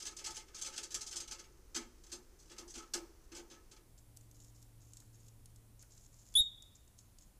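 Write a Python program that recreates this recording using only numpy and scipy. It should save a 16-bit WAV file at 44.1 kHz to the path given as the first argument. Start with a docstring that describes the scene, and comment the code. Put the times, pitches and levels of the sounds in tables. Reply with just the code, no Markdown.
"""Claws are heard first: a squirrel scrabbles in a wire-mesh trap, scratching mesh, ringing frame, thudding floor.
Noise bursts excite the spectra and damped modes of mesh, wires, frame and floor plate.
Then a squirrel nibbles seeds (noise snaps and stick-slip rasp) while a far engine hums as a few sine partials.
It gives one sharp squeak, a stepped tone with overtones. Decaying noise gives the barn's reverberation;
rumble and hiss lie beneath, and a limiter flattens the peaks."""
import sys
import numpy as np
from scipy import signal
from scipy.fft import rfft, irfft, next_fast_len
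from scipy.io import wavfile
from scipy.ndimage import uniform_filter1d, minimum_filter1d, map_coordinates

SR = 44100
rng = np.random.default_rng(int(sys.argv[2]) if len(sys.argv) > 2 else 0)


def store_wav(level_fs):
    """Save 16-bit WAV to argv[1]."""
    pcm = np.round(np.clip(np.atleast_2d(level_fs), -1, 1) * 32767)
    wavfile.write(sys.argv[1], SR, pcm.T.astype(np.int16))


N = 325899  # samples

# Levels in the tables are relative: each source's mix gain follows in its function.
# Paw contacts: [t/s, grip level/dB, extra weight below 2.2 kHz/dB, slide/s]
PAW_CONTACTS = [(0.0, -51, 2, 0.0019), (0.0205, -49.5, -1.5, 0.0029), (0.051, -42, 0, 0.012),
                (0.1649, -49.5, -6, 0.0017), (0.185, -50, 3, 0.0029), (0.240, -41, 4, 0.02),
                (0.3034, -50.5, -2, 0.002), (0.343, -51, 1, 0.011), (0.365, -46.5, 2, .002),
                (0.4805, -66.5, 12.5, 0.0018), (0.544, -50, -8, 0.0021), (0.5619, -50, 2, .02),
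                (0.6118, -41, -5.5, 0.0059), (0.645, -42.5, 2, .015), (0.7237, -52, 7.5, .012),
                (0.759, -49.5, 3, 0.0033), (0.7752, -43, 4, .002), (0.8282, -45.5, -3, 0.0033),
                (0.9043, -47.5, -2, 0.0095), (0.942, -37.5, -4, 0.00094), (1.0078, -45, -1.5, 0.0049),
                (1.0628, -46.5, -7, 0.0085), (1.109, -49, -4, 0.0041), (1.124, -49, 4, .002),
                (1.156, -41, -3, .008), (1.2009, -44.5, 0, 0.0011), (1.275, -52.5, 3, 0.0022),
                (1.3088, -44.5, 1.5, 0.0087), (1.3821, -55.5, 4.5, 0.0083), (1.745, -39, 4, .013),
                (2.0348, -62, -1.5, .002), (2.0637, -64, 0, 0.0017), (2.1165, -45, -1.5, .007),
                (2.388, -62.5, -15, 0.0077), (2.4539, -70, -1, 0.0019), (2.495, -56.5, 8, 0.018),
                (2.5806, -49.5, 0, 0.0021), (2.6762, -51.5, -14, 0.022), (2.738, -50, 6, 0.012),
                (2.775, -51.5, 4.5, 0.0028), (2.9352, -36, 1, 0.00092), (3.317, -58, 10.5, 0.0021),
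                (3.347, -49.5, 5, 0.016), (3.4989, -57.5, 6.5, 0.011), (3.712, -59, 2.5, .004)]
# Spells of light brushing on the mesh: [start t/s, end t/s, middle level/dB]
BRUSHING_SPELLS = [(0, 1.401, -64), (1.4, 3.701, -74.5)]
# Spectral density of the wire mesh: [f/Hz, level/dB per Hz]
MESH_SPECTRUM = [(880, -45), (1500, -9.5), (1920, -19.5), (2150, -15), (2400, -15.5), (2750, -9),
                 (3800, -9.5), (5670, -3.5), (6250, -0.5), (7820, -6.5), (9140, -14), (14300, -32.5),
                 (15500, -27.5)]
# Damped modes of single wires: [f/Hz, width/Hz, level/dB]
WIRE_MODES = [(2810, 59, -6), (3300, 28, 2), (3467, 42, 3), (5340, 520, -3.5), (6340, 320, 2),
              (7590, 115, -5), (7940, 290, -15.5), (7720, 73, -30)]
# Damped modes of the steel frame: [f/Hz, width/Hz, level/dB]
FRAME_MODES = [(358, 19, -6.5), (425, 27, -9), (547, 44, -9), (884, 35, -5), (1298, 59, 0), (1545, 53, -11),
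               (1720, 77, -5.5), (2160, 240, -4.5), (2660, 190, -11)]
# Landings of the body on the floor plate: [t/s, level/dB, extra depth at 245 Hz/dB]
LANDINGS = [(1.756, -52.5, 10.5), (2.123, -56, 4), (2.505, -61, 6), (2.587, -55, -3), (2.755, -57, 6),
            (2.94, -48.5, -5), (3.311, -59, 3), (3.36, -55, -4.5), (3.506, -61.5, 6.5), (3.713, -71, 6)]
# Spectral density of the floor plate: [f/Hz, level/dB per Hz]
FLOOR_SPECTRUM = [(150, -54.5), (205, -14), (242, -3.5), (285, -9), (335, 4.5), (420, -8), (470, -10.5),
                  (700, -19), (880, -12.5), (1100, -20.5), (3000, -36.5)]
# Cracking seed husks: [t/s, level/dB, crisp top relative to it/dB]
HUSK_CRACKS = [(3.9808, -52, -27), (4.165, -51, -14), (4.1712, -45, -9), (4.2098, -52, -22),
               (4.3126, -48, -16), (4.401, -42.5, -29), (4.446, -46.5, -17), (4.6265, -49, -10.5),
               (4.934, -43, -22), (4.9698, -39.5, -17), (5.002, -44.5, -16.5), (5.2829, -47, -19),
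               (5.458, -48.5, -11), (5.5598, -47, -18), (5.8256, -45, -15), (6.6228, -43, -21.5),
               (6.8768, -51.5, -20), (6.988, -42.5, -28), (7.1852, -44, -24)]
# Spectral density of a husk snap: [f/Hz, level/dB per Hz]
HUSK_SPECTRUM = [(1470, -60.5), (2500, -18), (4790, -8), (5080, -15), (5390, -2), (5910, -10.5),
                 (6600, 1.5), (7780, -2), (8590, -9.5), (12000, -20), (15600, -37), (22000, -120)]
# Bouts of gnawing: [start t/s, end t/s, level/dB]
GNAWING_BOUTS = [(3.976, 3.998, -67.5), (4.343, 4.505, -70), (4.545, 4.65, -71.5), (4.803, 5.02, -72),
                 (5.127, 5.295, -72), (5.791, 5.825, -65), (5.903, 6.07, -67), (6.119, 6.339, -68.5),
                 (6.749, 6.772, -66), (6.979, 7.019, -66.5), (7.207, 7.247, -66.5)]
# Spectral density of teeth on seed: [f/Hz, level/dB per Hz]
RASP_SPECTRUM = [(2500, -29), (3500, -17), (4800, -11), (5500, -6), (6500, -1.5), (7400, -1.5), (8100, -12),
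                 (9500, -19.5), (13000, -28)]
# Damped modes of the gnawed seed: [f/Hz, width/Hz, level/dB]
SEED_MODES = [(5660, 236, -1.5), (6800, 450, -2), (7300, 480, -4)]
# Bits dropping on the floor: [t/s, level/dB]
FALLING_CRUMBS = [(4.211, -80), (5.019, -73), (5.831, -67)]
# Overtones of the squeak: [multiple of the fundamental, level/dB]
SQUEAK_OVERTONES = [(2, -23.5), (3, -7), (4, -25)]
# Level course of the far engine: [t/s, level/dB]
ENGINE_LEVEL = [(3.68, -76), (3.86, -66.5), (4.2, -57), (5.65, -59), (5.87, -64.5), (6.8, -67), (7.39, -74)]
# Partials of the engine drone: [f/Hz, level/dB]
ENGINE_PARTIALS = [(112.5, 1.5), (225, -20.5), (295, -14), (333, -30.5), (450, -21.5)]
# Spectral density of the barn's quiet by the trap: [f/Hz, level/dB per Hz]
TRAP_AIR_SPECTRUM = [(12, -9), (20, -0.5), (47, -2.5), (166, -21), (207, -22.5), (306, -19.5), (342, -13),
                     (631, -30), (1270, -31), (3540, -39), (6190, -32), (7110, -35), (8400, -36),
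                     (15500, -41.5)]
# Spectral density of the barn's quiet by the seeds: [f/Hz, level/dB per Hz]
SEED_AIR_SPECTRUM = [(12, -37), (20, 6.5), (122, -6), (144, -14), (171, -12), (225, -13.5), (452, -25),
                     (534, -22), (746, -24.5), (811, -26), (932, -26), (1580, -31.5), (5090, -33.5),
                     (10800, -28.5), (15500, -35.5)]
# Reverberation time of the barn: [f/Hz, t60/s]
BARN_T60 = [(200, 0.31), (1000, 1), (3600, 0.7), (5000, 0.55), (7000, 0.51), (14000, 0.24)]

TOP_HZ = 15500  # band limit
TRAP_AIR_DB, SEED_AIR_DB = -61.5, -63
TOUCH_DB = -2.5  # the first touch, against the grip
DRAG_S, DRAG_PER_SLIDE = .0015, .2  # swell of a contact, and its lengthening per second of slide
CLAW_T60_S = .11  # decay of a scratch
RATTLE_S, RATTLE_SPREAD_S = 0.021, .04  # delay of the mesh's knock-back, and its random extra
FIRM_DB = -43  # a firm grip, the reference for the knock-back
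RATTLE_DB, RATTLE_WEIGHT_DB = -58.5, 7  # knock-back after a firm grip; its added weight makes it duller
RATTLE_FOLLOWS = .4  # dB of knock-back per dB of grip: the mesh has little play
CRISP_DB, CRISP_PER_WEIGHT = 0.5, 0.19  # claw treble at 11 kHz, and its gain per dB of weight
BRUSH_RANGE_DB, BRUSH_SHAKE_DB = 17, 8  # range of brush levels; their drive of the frame
SETTLE_S, SETTLE_DB = .06, -11  # the weight settles after each landing
STROKES_PER_S, STROKE_DEPTH_DB = 14.83, 8.5  # tooth strokes, and the fall in level through each
CHIP_DB, CHIP_SPREAD_DB, CHIP_TOP_DB = -58, 2.5, -17.5  # chip level, scatter, relative crisp top
SQUEAK_S, SQUEAK_LENGTH_S, SQUEAK_DB = 6.351, 0.061, -14.5  # start, length, reference level
SQUEAK_ATTACK_S, SQUEAK_RELEASE_S = .005, 0.0067
LOW_HZ, HIGH_HZ = 3434, 3730  # mean pitches of the two steps
STEP_AFTER_S, STEP_GLIDE_S = .0215, .0042  # centre of the pitch step, and time constant of its glide
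MOUTH_LEAD_S, WHISPER_DB = .011, -40  # the mouth opens first, with a faint whistle


def cage():
    """Forced vibration: paw contacts excite mesh and wires, and the frame stores the shaking longer."""
    brushes = fidget()
    mesh = colour(brushes, MESH_SPECTRUM)
    chatter = np.zeros(N)
    shake = amp(BRUSH_SHAKE_DB) * brushes
    hz = np.linspace(300, TOP_HZ, num=90)
    tick_treble_db = along([(5000, 0), (13000, 6)], hz)
    for s, db, weight_db, drag in contacts():
        crisp_db = CRISP_DB + CRISP_PER_WEIGHT * weight_db
        scratch = amp(db) * burst(rise=drag, t60=CLAW_T60_S, grain_db=1.0)
        sudden = np.exp(-drag / 0.0026)  # a quick claw starts with a hard tick
        tick = amp(db + 2) * sudden * burst(rise=.0008, t60=.035, grain_db=2)
        touch_db = along([(2200, weight_db), (6000, 0), (11000, crisp_db)], hz)
        patch_db = 3.6 * rng.standard_normal(len(hz))  # every patch favours other wire modes
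        tone = along(MESH_SPECTRUM, hz) + touch_db + patch_db
        add(mesh, s, amp(-1.5) * colour(scratch, np.c_[hz, tone], size=2048))
        add(mesh, s + 0.0011, colour(tick, np.c_[hz, tone + tick_treble_db], size=2048))
        add(mesh, s + drag, amp(db - 2.5) * pluck(t60=0.071))
        add(chatter, s, scratch)
        add(shake, s, amp(db + weight_db) * burst(rise=0.011, t60=0.21, grain_db=3.0))
    return mesh + amp(-8) * ring(chatter, WIRE_MODES) + amp(-22) * frame(shake)


def contacts():
    """Impact sequence: a paw touches, slides and grips, then the mesh knocks back: (s, dB, weight dB, drag s)."""
    for (s, db, weight_db, slide), chance in zip(PAW_CONTACTS, rng.random(len(PAW_CONTACTS))):
        drag = DRAG_S + DRAG_PER_SLIDE * slide
        yield s, db + TOUCH_DB, weight_db, drag
        yield s + slide, db, weight_db, drag
        knock_s = s + slide + RATTLE_S + RATTLE_SPREAD_S * chance
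        knock_db = RATTLE_DB + RATTLE_FOLLOWS * (db - FIRM_DB)
        yield knock_s, knock_db, weight_db + RATTLE_WEIGHT_DB, drag


def fidget(count=28):
    """Light friction: short noise bursts of random time and level fill each brushing spell."""
    touches = np.zeros(N)
    for start, end, db in BRUSHING_SPELLS:
        for when, strength in rng.random((count, 2)):
            brush = burst(rise=.003, t60=0.06, grain_db=3.5)
            brush_db = db + BRUSH_RANGE_DB * (strength - .5)
            add(touches, start + when * (end - start), amp(brush_db) * brush)
    return touches


def pluck(t60, count=9):
    """Free vibration: a few wires of unequal pitch, released at once, decay together."""
    t = np.arange(SR // 8) / SR
    hz = np.clip(5600 * np.exp(0.27 * rng.standard_normal((count, 1))), 2400, 12000)
    size = amp(.5 * along(MESH_SPECTRUM, hz) + rng.normal(0, 4.5, hz.shape))
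    waves = size * np.sin(2 * np.pi * (hz * t + rng.random(hz.shape)))
    envelope = amp(-60 * t / t60) * (1 - np.exp(-t / 0.00024))
    return waves.sum(0) / np.linalg.norm(size) * envelope


def frame(shake):
    """Modal resonance: the shaken steel frame rings in modes whose levels wander independently."""
    modes = np.zeros(N)
    for hz, width, db in FRAME_MODES:
        modes += amp(db + 2.54 * wobble(13)) * ring(shake, [(hz, width, 0)])
    low_cut = signal.butter(4, 260, "highpass", fs=SR, output="sos")
    return signal.sosfilt(low_cut, modes)  # thin bars radiate no bass


def thumps():
    """Plate radiation: the floor plate booms under the landing weight; a flat landing sounds deeper."""
    plate = np.zeros(N)
    hz, plate_db = np.transpose(FLOOR_SPECTRUM)
    for s, db, depth_db in LANDINGS:
        tone = np.c_[hz, plate_db + along([(190, 0), (245, depth_db), (350, 0)], hz)]
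        for delay, loss_db in [(0, 0), (SETTLE_S, SETTLE_DB)]:
            blow = burst(rise=0.004, t60=0.36, grain_db=0.5)
            add(plate, s + delay, amp(db + loss_db) * colour(blow, tone, size=4096))
    return plate


def nibbling():
    """Fracture and stick-slip: husks snap in brief bursts over a resonant rasp; a few bits drop."""
    snaps, crisp, drops = np.zeros(N), np.zeros(N), np.zeros(N)
    for s, db, top_db in [*HUSK_CRACKS, *chips()]:
        add(snaps, s, amp(db - 12.5) * burst(rise=0.00026, t60=0.03, grain_db=-1))
        splinter = burst(rise=.0002, t60=.014, grain_db=3)
        add(crisp, s, amp(db + top_db + 5.5) * splinter)
    for s, db in FALLING_CRUMBS:
        add(drops, s, amp(db) * burst(rise=.001, t60=.06, grain_db=3))
    slips = amp(3 * wobble(200) + 3.5 * wobble(900))
    grains = gnawing_effort() * unit(slips * rng.standard_normal(N))  # the teeth stick and slip
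    rasp = amp(-1.0) * colour(grains, RASP_SPECTRUM) + amp(-7.5) * ring(grains, SEED_MODES)
    crisp_top = colour(crisp, [(2000, -17), (8000, 6), (11000, -0.5), (15000, -7.5)])
    husks = colour(snaps, HUSK_SPECTRUM) + crisp_top
    crumbs = colour(drops, [(600, -33), (1400, 9.0), (3000, -3.5), (6000, -14.0), (12000, -14)])
    return rasp + husks + crumbs


def gnawing_effort():
    """Amplitude modulation: within a bout the teeth bite and ease off in regular strokes."""
    t, effort = np.arange(N) / SR, np.zeros(N)
    for start, end, db in GNAWING_BOUTS:
        gate = np.clip(np.minimum(t - start, end - t) / 0.0031, 0, 1)
        ease = (STROKES_PER_S * (t - start) % 1) ** 2
        effort += gate * amp(db - STROKE_DEPTH_DB * ease)
    return effort


def chips(count=10):
    """Brittle fracture: a chip breaks off early in each stroke: (s, level dB, crisp top dB)."""
    for start, end, _ in GNAWING_BOUTS:
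        times = start + (np.arange(count) + rng.random(count) / 2) / STROKES_PER_S
        levels = CHIP_DB + CHIP_SPREAD_DB * rng.standard_normal(count)
        yield from [(s, db, CHIP_TOP_DB) for s, db in zip(times, levels) if s < end]


def squeak():
    """Harmonic source: a whistled note steps up and roughens; its partials reach the room unequally."""
    hz, db = voice()
    upper_step = np.clip((hz - hz.min()) / np.ptp(hz), 0, 1)  # 0 on the lower step, 1 on the upper
    phase = 2 * np.pi * np.cumsum(hz * (1 + 0.0075 * upper_step * wobble(700))) / SR
    # overtones follow the squeak's level and are weaker on the upper step
    overtone_gain = amp((db - db.max()) / 2 - 4.9 * upper_step)
    note = amp(db - 1.0) * np.sin(phase)
    overtones = []
    for multiple, level in SQUEAK_OVERTONES:
        gain = amp(db + level + 4.4 * upper_step * wobble(350)) * overtone_gain
        overtones.append(gain * np.sin(round(multiple) * phase))
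    second, *higher = overtones
    hiss_shape = [(1500, -19.5), (2900, -10.5), (3800, -6.5), (9000, -1.5), (15000, -10.5)]
    hiss = amp(db - 36.5) * colour(rng.standard_normal(N), hiss_shape)
    # low noise that follows the squeak's level
    rumble_shape = [(20, 3.0), (50, -3.5), (90, -17.5), (200, -25.5), (900, -38.5), (3000, -57.5)]
    rumble = amp(db - 26.5) * colour(rng.standard_normal(N), rumble_shape)
    # a faint low tone near 548 Hz under the upper step
    low_tone = amp(db - 43) * upper_step * ring(rng.standard_normal(N), [(548, 150, 0)])
    clicks = np.zeros(N)  # the mouth opens, then the voice snaps in
    opening = burst(rise=.0003, t60=0.042, grain_db=3.0)
    opening = colour(opening, [(1000, -9.5), (3500, -4.0), (9000, 1.0), (15000, -19)])
    add(clicks, SQUEAK_S - MOUTH_LEAD_S, amp(-52) * opening)
    snap = burst(rise=.0002, t60=0.0068, grain_db=8.5)
    snap = colour(snap, [(2500, -32), (6000, -9.5), (13000, 0.5)])
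    add(clicks, SQUEAK_S + SQUEAK_ATTACK_S / 2, amp(-44) * snap)
    spread = note + hiss + amp(6.5) * second + amp(-22.5) * sum(higher)  # what excites the room
    direct = note + second + sum(higher) + hiss + rumble + low_tone + clicks
    return direct + barn(spread, early_db=-10.5, tail_db=-26.5)


def voice():
    """Pitch (Hz) and envelope (dB) of the squeak: faint lead-in, attack, hold, release and one step up."""
    t = np.arange(N) / SR - SQUEAK_S
    step = (1 + np.tanh((t - STEP_AFTER_S) / STEP_GLIDE_S)) / 2
    attack = np.clip(t / SQUEAK_ATTACK_S, 0, 1) ** 2
    release = np.clip((SQUEAK_LENGTH_S - t) / SQUEAK_RELEASE_S, 0, 1)
    gain = np.maximum(attack, amp(WHISPER_DB) * (t > -MOUTH_LEAD_S)) * release
    return LOW_HZ + (HIGH_HZ - LOW_HZ) * step, SQUEAK_DB + 20 * np.log10(gain + 1e-9)


def engine():
    """Periodic source: a far drone of partials shares one slightly unsteady rotation."""
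    db, = curves(ENGINE_LEVEL)
    turns = np.cumsum(1 + 0.00701 * wobble(4.6)) / SR
    drone = np.zeros(N)
    for hz, level in ENGINE_PARTIALS:
        drone += amp(level + 1.2 * wobble(1.965)) * np.sin(2 * np.pi * hz * turns)
    return amp(db - 4) * drone


def background():
    """Equal-power crossfade of filtered noise: the quiet by the trap dissolves into that by the seeds."""
    blend, = curves([(3.55, 0.019), (3.95, 0.94)])
    by_trap = amp(TRAP_AIR_DB) * unit(colour(rng.standard_normal(N), TRAP_AIR_SPECTRUM))
    by_seeds = amp(SEED_AIR_DB) * unit(colour(rng.standard_normal(N), SEED_AIR_SPECTRUM))
    return np.sqrt(1 - blend) * by_trap + np.sqrt(blend) * (by_seeds + engine())


def barn(x, early_db, tail_db):
    """Reverberation: near boards answer first, then a noise tail with frequency-dependent decay."""
    hz, t, z = signal.stft(rng.standard_normal(SR), SR, nperseg=256)
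    decay = amp(-60 * t / along(BARN_T60, hz)[:, None])
    tail = signal.istft(z * decay, SR, nperseg=256)[1]
    early = burst(rise=0.0041, t60=0.11, grain_db=2.0)
    response = np.zeros(SR)
    add(response, .004, amp(early_db) * early / np.linalg.norm(early))
    add(response, .015, amp(tail_db) * tail / np.linalg.norm(tail))
    return signal.fftconvolve(x, response)[:N]


def burst(rise, t60, grain_db):
    """Granular friction: a swelling, decaying flurry of uneven noise, about rms 1 at its height."""
    t = np.arange(SR // 4) / SR
    shape = (1 - np.exp(-t / max(rise, 1e-4))) * amp(-60 * t / t60)
    catches = unit(uniform_filter1d(rng.standard_normal(len(t)), size=40))
    return shape / shape.max() * unit(amp(grain_db * catches) * rng.standard_normal(len(t)))


def ring(x, modes):
    """Modal superposition: pass x through damped (Hz, width, dB) modes, of unit energy together."""
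    t = np.arange(SR // 3) / SR
    response = np.zeros(len(t))
    for hz, width, db in modes:
        response += amp(db) * width * np.exp(-np.pi * width * t) * np.sin(2 * np.pi * hz * t)
    return signal.fftconvolve(x, response / np.linalg.norm(response))[:N]


def colour(x, spectrum, size=16384):
    """Minimum-phase filtering: a causal filter of unit energy with the given (Hz, dB) shape."""
    cepstrum = irfft(np.log(amp(along(spectrum, np.fft.rfftfreq(size, 1 / SR))) + 1e-6))
    cepstrum[1:size // 2] *= 2  # fold the cepstrum to make the response causal
    cepstrum[size // 2 + 1:] = 0
    response = irfft(np.exp(rfft(cepstrum)))
    return signal.fftconvolve(x, response / np.linalg.norm(response))[:N]


def amp(db):
    """Logarithmic level: decibels to amplitude gain."""
    return 10 ** (np.asarray(db) / 20)


def unit(x):
    """Normalisation: scale to rms 1."""
    return x / np.sqrt(np.mean(x ** 2) + 1e-20)


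def along(points, hz):
    """Interpolation: read (Hz, value) points on a logarithmic frequency axis."""
    f, v = np.transpose(points)
    return np.interp(np.log(hz + 1), np.log(f + 1), v)


def curves(rows):
    """Interpolation in time: one value per sample for each column after the time."""
    s, *cols = np.transpose(rows)
    return [np.interp(np.arange(N) / SR, s, c) for c in cols]


def wobble(rate):
    """Random modulation: a smooth curve with rate knots a second."""
    return map_coordinates(rng.standard_normal(int(N * rate / SR) + 4), [np.arange(N) * rate / SR])


def add(track, s, sound):
    """Superposition: mix a sound into the track at s seconds."""
    part = track[max(round(s * SR), 0):][:len(sound)]
    part += sound[:len(part)]


def scene():
    """Superposition of all direct sources and the barn's response, in one channel."""
    trap, seeds = cage() + thumps(), nibbling()
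    trap_room = barn(trap, early_db=-10, tail_db=-22.5)
    seed_room = barn(seeds, early_db=-26.5, tail_db=-10.5)
    return (trap + seeds + squeak() + trap_room + seed_room + background())[None]


def record(dry):
    """Gain reduction and band limiting: a fast limiter holds the peaks, then a low-pass cuts at TOP_HZ."""
    needed = np.minimum(1, amp(-20.5) / (np.abs(dry) + 1e-9))
    gain = uniform_filter1d(minimum_filter1d(needed, size=90), size=60)
    size = next_fast_len(N + SR // 2)
    passband = np.fft.rfftfreq(size, 1 / SR) < TOP_HZ
    return irfft(rfft(dry * gain, size) * passband, size)[:, :N]


dry = scene()
out = record(dry)
store_wav(out)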